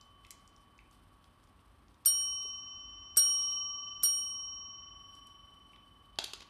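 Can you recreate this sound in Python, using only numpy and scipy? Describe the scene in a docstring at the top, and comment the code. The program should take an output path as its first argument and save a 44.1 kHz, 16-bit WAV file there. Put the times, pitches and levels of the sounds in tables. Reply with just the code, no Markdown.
"""A steel desk bell on a wooden floor in a quiet room, pawed in turn by two cats: damped sine modes in close
pairs that beat. It hums from an earlier blow, then is struck three times, each with a noisy clank. Claws and
lips tick in short band-limited noise puffs, and the clapper touching the dome adds a few narrow, pitched ticks;
fur rustles as lumpy bright noise. At the end dry kibble bounces on the boards: noise crackles over short sine
thuds. Noise echoes form the room, shaped noise and thin tones its background."""
import sys
import numpy as np
from scipy import signal
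from scipy.fft import rfft, irfft, next_fast_len
from scipy.io import wavfile
from scipy.ndimage import uniform_filter1d

SR = 44100
rng = np.random.default_rng(int(sys.argv[2]) if len(sys.argv) > 2 else 0)


def transcribe(signal):
    """Save signal, clipped to [-1, 1], as a 16-bit WAV file at the path in sys.argv[1]."""
    frames = np.atleast_2d(signal).T
    limited = np.clip(frames, -1, 1)
    pcm = np.round(limited * 32767).astype(np.int16)
    wavfile.write(sys.argv[1], SR, pcm)


def to_linear_factor(level_db):
    """Convert decibel levels (scalar or array-like) to linear amplitude factors."""
    exponent = np.asarray(level_db, float) / 20
    return 10 ** exponent


N = 286429  # samples


def rms_one(x):
    """Scale to rms 1."""
    return x / np.sqrt(np.mean(x ** 2) + 1e-20)


def coloured(spectrum, tilt_db_per_oct=0):
    """Noise of rms 1 with the given spectrum, tilted about 3 kHz."""
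    hz, level_db = np.transpose(spectrum)
    size = next_fast_len(N, real=True)
    grid_hz = np.arange(size // 2 + 1) * SR / size + 1  # +1 keeps the log finite
    tilted_db = level_db + tilt_db_per_oct * np.log2(hz / 3000)
    grid_db = np.interp(np.log(grid_hz), np.log(hz), tilted_db)
    white = rfft(rng.standard_normal(size))
    return rms_one(irfft(white * to_linear_factor(grid_db), size)[:N])


def burst(start_s, hold_ms, t60_s):
    """Envelope: sudden start, short hold, exponential fall."""
    age_s = np.arange(N) / SR - start_s
    return (age_s >= 0) * to_linear_factor(-60 * np.clip(age_s - hold_ms / 1000, 0, 1) / t60_s)


# blows of the clapper: start_s, clank_db, tilt_db_per_oct,
# low_beat_turns, mid_beat_turns (where the beats of the 1.1 and 3 kHz pairs start)
BLOWS = [(2.058, -21.5, 0.5, 0.38, -.25), (3.17, -21, -0.4, .13, -0.31), (4.0331, -24.5, -0.1, -0.3, 0.54)]
# dome modes, the five longest first: mode_hz
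MODE_HZ = [1122.6, 1161.5, 3018.7, 3041.7, 5607.8, 8785.5, 8791, 13187.5, 13183.5, 10622, 8095, 4474, 4190,
           9034, 9235, 9918, 11771, 12810, 13415, 12175, 12990, 14085, 8646, 10620, 13189]
# ring of each mode: t60_s, outset_db (still ringing), peak1_db, peak2_db, peak3_db (per blow)
MODE_RING = [(10, -65, -59, -59, -54.5), (9.9, -69.5, -57.5, -54.5, -59.5), (5.88, -78.5, -52, -41.5, -47),
             (4.98, -64, -38.5, -39.5, -44), (1.85, -87, -26, -24, -25.5), (0.63, -99, -24.5, -24.5, -27.5),
             (.25, -99, -29, -43.5, -52.5), (0.61, -99, -41.5, -43, -43), (.12, -99, -22, -42.5, -34),
             (0.38, -99, -44, -44.5, -43.5), (.07, -99, -62, -18.5, -57), (0.14, -99, -41.5, -45.5, -43.5),
             (.2, -99, -50, -47.5, -47), (0.12, -99, -39, -33, -41), (.12, -99, -37.5, -39, -31),
             (0.17, -99, -35, -47.5, -35.5), (0.14, -99, -32, -35, -50.5), (.11, -99, -41.5, -40.5, -45.5),
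             (.08, -99, -38, -45.5, -39.5), (.07, -99, -42, -45.5, -51), (0.089, -99, -37.5, -42, -45),
             (0.0503, -99, -44.5, -39, -44), (.1, -99, -41.5, -42.5, -42.5), (1.1, -99, -65.5, -60, -70),
             (1.2, -99, -68.5, -63, -77)]
# level swells and dips of the first five modes as bodies move round the bell, one list per mode:
# centre_s, width_s, change_db
WAVERS = [
    [(2.2, .08, -2.5), (2.8, .1, -1.5), (3.4, .15, 3.5), (1.8, 0.074, -18), (3.8, 0.084, 7.5),
     (3.99, .1, -14), (4.15, 0.26, -10.5), (4.45, .3, -3.5), (5.2, 0.65, 2.5)],
    [(2.1, 0.15, -4), (2.5, 0.091, -1), (3.806, 0.72, 6.5), (4.9, .3, -2.5)],
    [(2.54, .18, 5.5), (4.6, .12, -4), (3.2, 0.11, -1), (3.6, .1, 2), (4.2, 0.23, 2)],
    [(2.12, 0.12, -3.5), (2.63, 0.092, -3.5), (3.2, 0.066, -15.5), (3.42, 0.078, -3), (3.6, 0.096, 3),
     (4.14, .15, -0.5), (3.9, 0.091, 4)],
    [(2.63, .15, -1.5), (3.1, 0.24, 5.5), (3.2, .1, -0.5), (3.7, 0.73, 3.5), (4.28, 0.29, -3.5),
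     (4.97, 0.18, -3.5)],
]


def dome(rise_cycles):
    """Every blow restarts each mode; the sound builds over some cycles as first echoes arrive."""
    outset = (0, 0.41, 0.41)  # start_s, low_beat_turns, mid_beat_turns of the ring already going
    blows = [(start_s, *beat_turns) for start_s, _, _, *beat_turns in BLOWS]
    starts_s, low_beat_turns, mid_beat_turns = np.transpose([outset] + blows)
    t_s, out = np.arange(N) / SR, np.zeros(N)
    blow = np.clip(np.searchsorted(starts_s, t_s, side="right") - 1, 0, None)
    age_s = t_s - starts_s[blow]
    # the lower mode of a pair lags
    lag_turns = {MODE_HZ[0]: low_beat_turns[blow], MODE_HZ[2]: mid_beat_turns[blow]}
    wavers = dict(zip(MODE_HZ, WAVERS))
    for hz, (t60_s, *peak_db) in zip(MODE_HZ, MODE_RING):
        level_db = np.array(peak_db)[blow] - 60 * age_s / t60_s
        for centre_s, width_s, change_db in wavers.get(hz, []):
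            level_db += change_db * np.exp(-(2 * (t_s - centre_s) / width_s) ** 2)
        if hz == MODE_HZ[5]:  # the 8.8 kHz mode throbs 8 times a second as it fades
            level_db += 2.1 * np.cos(2 * np.pi * 8.0 * (age_s - .03))
        rise = 1 - np.exp(-age_s * hz / rise_cycles) * (blow > 0)  # low modes speak later
        turns = hz * age_s - lag_turns.get(hz, 0)
        out += to_linear_factor(level_db) * rise * np.sin(2 * np.pi * turns)
    return out


# room noise spectrum: freq_hz, density_db (per Hz, relative)
HUSH = [(22, -35), (36, -4.5), (50, 7.5), (65, -0.5), (85, 3.5), (135, -7.5), (270, -6.5), (469, -17.5),
        (900, -14), (1140, -10), (1400, -17.5), (2210, -24.5), (3350, -26), (4930, -37.5), (11600, -48),
        (13800, -41), (15000, -49)]
# mains hum and faint thin tones: freq_hz, level_db
WHINES = [(51, -72), (8785, -90.5), (10622, -90), (13187, -98.5)]


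def background():
    """Low rumble and air hiss as shaped noise, plus a few barely heard sine tones."""
    t_s = np.arange(N) / SR
    tones = sum(to_linear_factor(level_db) * np.sin(2 * np.pi * hz * t_s) for hz, level_db in WHINES)
    return to_linear_factor(-63.5) * coloured(HUSH) + tones


# fur and paws brushing: start_s, length_s, level_db
STROKES = [(0, 2.55, -81), (.6, .05, -86), (.93, .03, -76), (2.2, 0.2, -74.5), (2.417, 0.063, -68.5),
           (3.26, 0.26, -69.5), (3.39, .06, -63), (3.49, .08, -62.5), (4.97, 1.6, -82), (5.135, .04, -77),
           (5.25, .04, -76), (5.68, .07, -79)]


def stroke_level():
    """Each stroke fades in, holds and fades out; their powers add."""
    rise_db_per_s, fall_db_per_s = 302.5, 401
    t_s, power = np.arange(N) / SR, 0
    for start_s, length_s, level_db in STROKES:
        rise_db = rise_db_per_s * np.clip(start_s - t_s, 0, 1)
        fall_db = fall_db_per_s * np.clip(t_s - start_s - length_s, 0, 1)
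        power = power + to_linear_factor(level_db - rise_db - fall_db) ** 2
    return np.sqrt(power)


# fur friction spectrum: freq_hz, density_db (per Hz, relative)
FUR = [(1500, -17), (3000, 0), (4500, -2), (5500, -4), (7000, -16), (8200, -1.5), (10000, -5), (12500, -9),
       (13800, -12.5), (14500, -32)]


def rustle(patchy_db):
    """Soft bright friction that comes in lumps: noise whose level wanders slowly in dB."""
    lumps = rms_one(uniform_filter1d(rng.standard_normal(N), size=600))
    return stroke_level() * to_linear_factor(patchy_db * lumps) * coloured(FUR)


def faint_ticks():
    """Lesser ticks at random times (start_s, peak_db, centre_hz, width_oct), kept while a stroke holds."""
    rate_per_s, loudest_db, spread_db = 2.9, -61, 6.0
    when, size, pitch = rng.random((60, 3)).T
    starts_s = np.cumsum(-np.log(1 - when)) / rate_per_s
    rows = []
    for start_s, z, p in zip(starts_s, size, pitch):
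        moving = any(a_s < start_s < a_s + length_s for a_s, length_s, _ in STROKES)
        if moving and start_s < N / SR - .1:
            rows.append((start_s, loudest_db + spread_db * (z - 1), 2500 * 2 ** (1.5 * p), .9))
    return rows


# ticks that stand out, from claws and lips, plus a few narrow pitched ones where the clapper touches the dome
# after a blow (near 2.2, 3.4 and 4.4 s): start_s, peak_db, centre_hz, width_oct (raised to 0.1 if less)
TICKS = [(0.011, -48, 5150, 0.74), (0.2484, -44, 2600, 1.1), (.266, -53, 4500, 2),
         (0.3062, -34.5, 6450, 2.9), (0.313, -42, 7600, 0.8), (0.476, -51, 6400, 0.72),
         (0.5624, -55.5, 5560, 0.49), (0.779, -60, 5540, 0.47), (0.7892, -47, 2230, 0.65),
         (0.911, -57, 7000, 0.84), (1.2415, -54.5, 3000, 2.4), (1.473, -63, 4020, 1.6),
         (1.5914, -59, 2790, 0.54), (1.882, -59, 4230, 1.1), (1.943, -61, 4170, 1.1),
         (2.212, -50, 4440, 0.17), (2.213, -51.5, 1370, 0.67), (2.216, -32.5, 8770, 0.086),
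         (2.449, -51.5, 345, 0.75), (3.379, -50.5, 4200, 0.34), (3.421, -36, 5560, 0.078),
         (3.507, -57, 4470, 0.26), (4.422, -60, 5500, 0.086), (5.151, -54, 7000, 0.83),
         (5.27, -51, 7460, 1.64), (5.7317, -51.5, 2386, 0.33), (5.744, -68, 3000, 0.9),
         (5.7603, -52, 2583, .9), (6.157, -55.5, 3750, .6)]


def ticks():
    """Each tick is a short puff of noise in one resonance."""
    out, age_s = np.zeros(N), np.arange(4096) / SR
    # the paw meets the plunger before each blow, the clapper knocks back after it
    press = [(start_s - .0074, db - 14.5, 4500, 1.8, 6.0) for start_s, db, *_ in BLOWS]
    rebound = [(start_s + .021, db - 12, 4270, .3, 12.0) for start_s, db, *_ in BLOWS]
    # length: 4 ms and 3 cycles of the centre
    taps = [(*row, 4.0 + 1000 * 3.0 / row[2]) for row in TICKS + faint_ticks()]
    for start_s, peak_db, centre_hz, width_oct, length_ms in press + rebound + taps:
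        hold_s, t60_s = length_ms / 2000, 0.00195 + length_ms / 1200
        puff = rng.standard_normal(4096) * to_linear_factor(-60 * np.clip(age_s - hold_s, 0, 1) / t60_s)
        edge = 2 ** (max(width_oct, .1) / 2)
        band_hz = [centre_hz / edge, min(centre_hz * edge, 11500)]
        puff = signal.sosfilt(signal.butter(2, band_hz, "band", fs=SR, output="sos"), puff)
        at = round(start_s * SR)
        out[at:at + 4096] += to_linear_factor(peak_db) * puff / np.abs(puff).max()
    return out


# spectrum of plunger, clapper and base: freq_hz, density_db (per Hz, relative)
CLANK = [(150, -29.5), (400, -17), (800, -28.5), (1300, -7), (2200, -35), (4400, -19), (6300, -11.5),
         (7300, -17.5), (9500, 4), (11200, -9.5), (13500, 8), (14300, -18), (15500, -41)]


def clank(chatter_db):
    """The plunger scrapes, a sharp crack, then loose parts chatter and countless short high modes die."""
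    out = 0
    chatter = to_linear_factor(chatter_db * rms_one(uniform_filter1d(rng.standard_normal(N), size=90)))
    for start_s, level_db, tilt_db_per_oct, *_ in BLOWS:
        scrape = to_linear_factor(-13.5) * burst(start_s - .002, 3.5, .002)
        crack = burst(start_s + 0.00055, 1.124, .01)
        rattle = to_linear_factor(-11.5) * chatter * burst(start_s, 20.0, 0.086)
        envelope = to_linear_factor(level_db) * (scrape + crack + rattle)
        out = out + envelope * coloured(CLANK, tilt_db_per_oct)
    return out


# kibble hitting the boards: start_s, level_db, hold_ms, tilt_db_per_oct, thud_db (over the crackle)
BOUNCES = [(6.187, -28, 3.3, -0.34, -7.5), (6.2407, -34.5, 3.9, 6.5, -10.5), (6.334, -37, 4, 1.1, -10.5),
           (6.405, -49, 3.5, 0, -25), (6.419, -53, 10.2, -2.5, -10)]
# kibble crackle spectrum: freq_hz, density_db (per Hz, relative)
KIBBLE = [(120, -41), (200, -13), (520, -7), (2160, -8), (3220, -1.5), (4370, -1.5), (5530, -9.5),
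          (6160, -6), (7120, -11.5), (7790, -17), (11200, -19), (14100, -37.5), (14900, -43.5)]


def kibble(thud_hz):
    """Each bounce is a dry crackle over a short thud; its many tiny echoes smear into an even wash."""
    out, t_s = 0, np.arange(N) / SR
    for start_s, level_db, hold_ms, tilt_db_per_oct, thud_db in BOUNCES:
        crackle = burst(start_s, hold_ms, 0.0063) * coloured(KIBBLE, tilt_db_per_oct)
        thud_tone = np.sin(2 * np.pi * thud_hz * (t_s - start_s))
        thud = to_linear_factor(thud_db) * burst(start_s, 0, 0.029) * thud_tone
        wash_level = to_linear_factor(-19.5) * burst(start_s + 0.0031, 5.4, 0.36)
        wash = wash_level * coloured(KIBBLE, tilt_db_per_oct - 0.5)
        out = out + to_linear_factor(level_db) * (crackle + thud + wash)
    return out


# echo decay: freq_hz, t60_s
ROOM = [(300, 0.14), (1500, 0.48), (4000, 0.46), (8000, 0.3), (14000, .2)]


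def room(x, rise_ms, wall_hz):
    """Diffuse echoes: octave bands of noise, each dying at its own rate, fading in over a few samples."""
    age_s, tail = np.arange(SR // 2) / SR, 0
    hz, t60_s = np.transpose(ROOM)
    for low_hz in 110 * 2 ** np.arange(7):
        band = signal.butter(2, [low_hz, 2 * low_hz], "band", fs=SR, output="sos")
        band_t60_s = np.interp(np.log(1.95 * low_hz), np.log(hz), t60_s)
        noise = signal.sosfilt(band, rng.standard_normal(len(age_s)))
        tail = tail + noise * to_linear_factor(-60 * age_s / band_t60_s)
    tail = signal.lfilter(*signal.butter(2, wall_hz, fs=SR), tail)  # soft furniture swallows the top
    tail = tail * np.clip(age_s * 1000 / rise_ms, 0, 1)
    return signal.fftconvolve(x, tail / np.sqrt(np.sum(tail ** 2)))[:N]


def scene():
    """Clank, ticks and kibble excite the room; dome, rustle and background are added directly."""
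    metal, taps, food = clank(chatter_db=4.5), ticks(), kibble(thud_hz=400)
    send = to_linear_factor(-9.0) * metal + to_linear_factor(-8.5) * taps + to_linear_factor(-10) * food
    wet = room(send, rise_ms=1.5, wall_hz=10000)
    ring = dome(rise_cycles=14.0)
    mix = ring + metal + taps + food + wet + rustle(patchy_db=3.0) + background()
    return mix[None]  # one channel


def top_cut(x):
    """Nothing passes above the cut-off."""
    return signal.sosfilt(signal.butter(12, 15060, fs=SR, output="sos"), x)


def record(dry):
    """A steep low-pass cuts the top: 50 dB down from 15.6 kHz."""
    cut = signal.sosfilt(signal.cheby2(10, 50, 15600, fs=SR, output="sos"), dry)
    return top_cut(cut)


dry = scene()
out = record(dry)
transcribe(out)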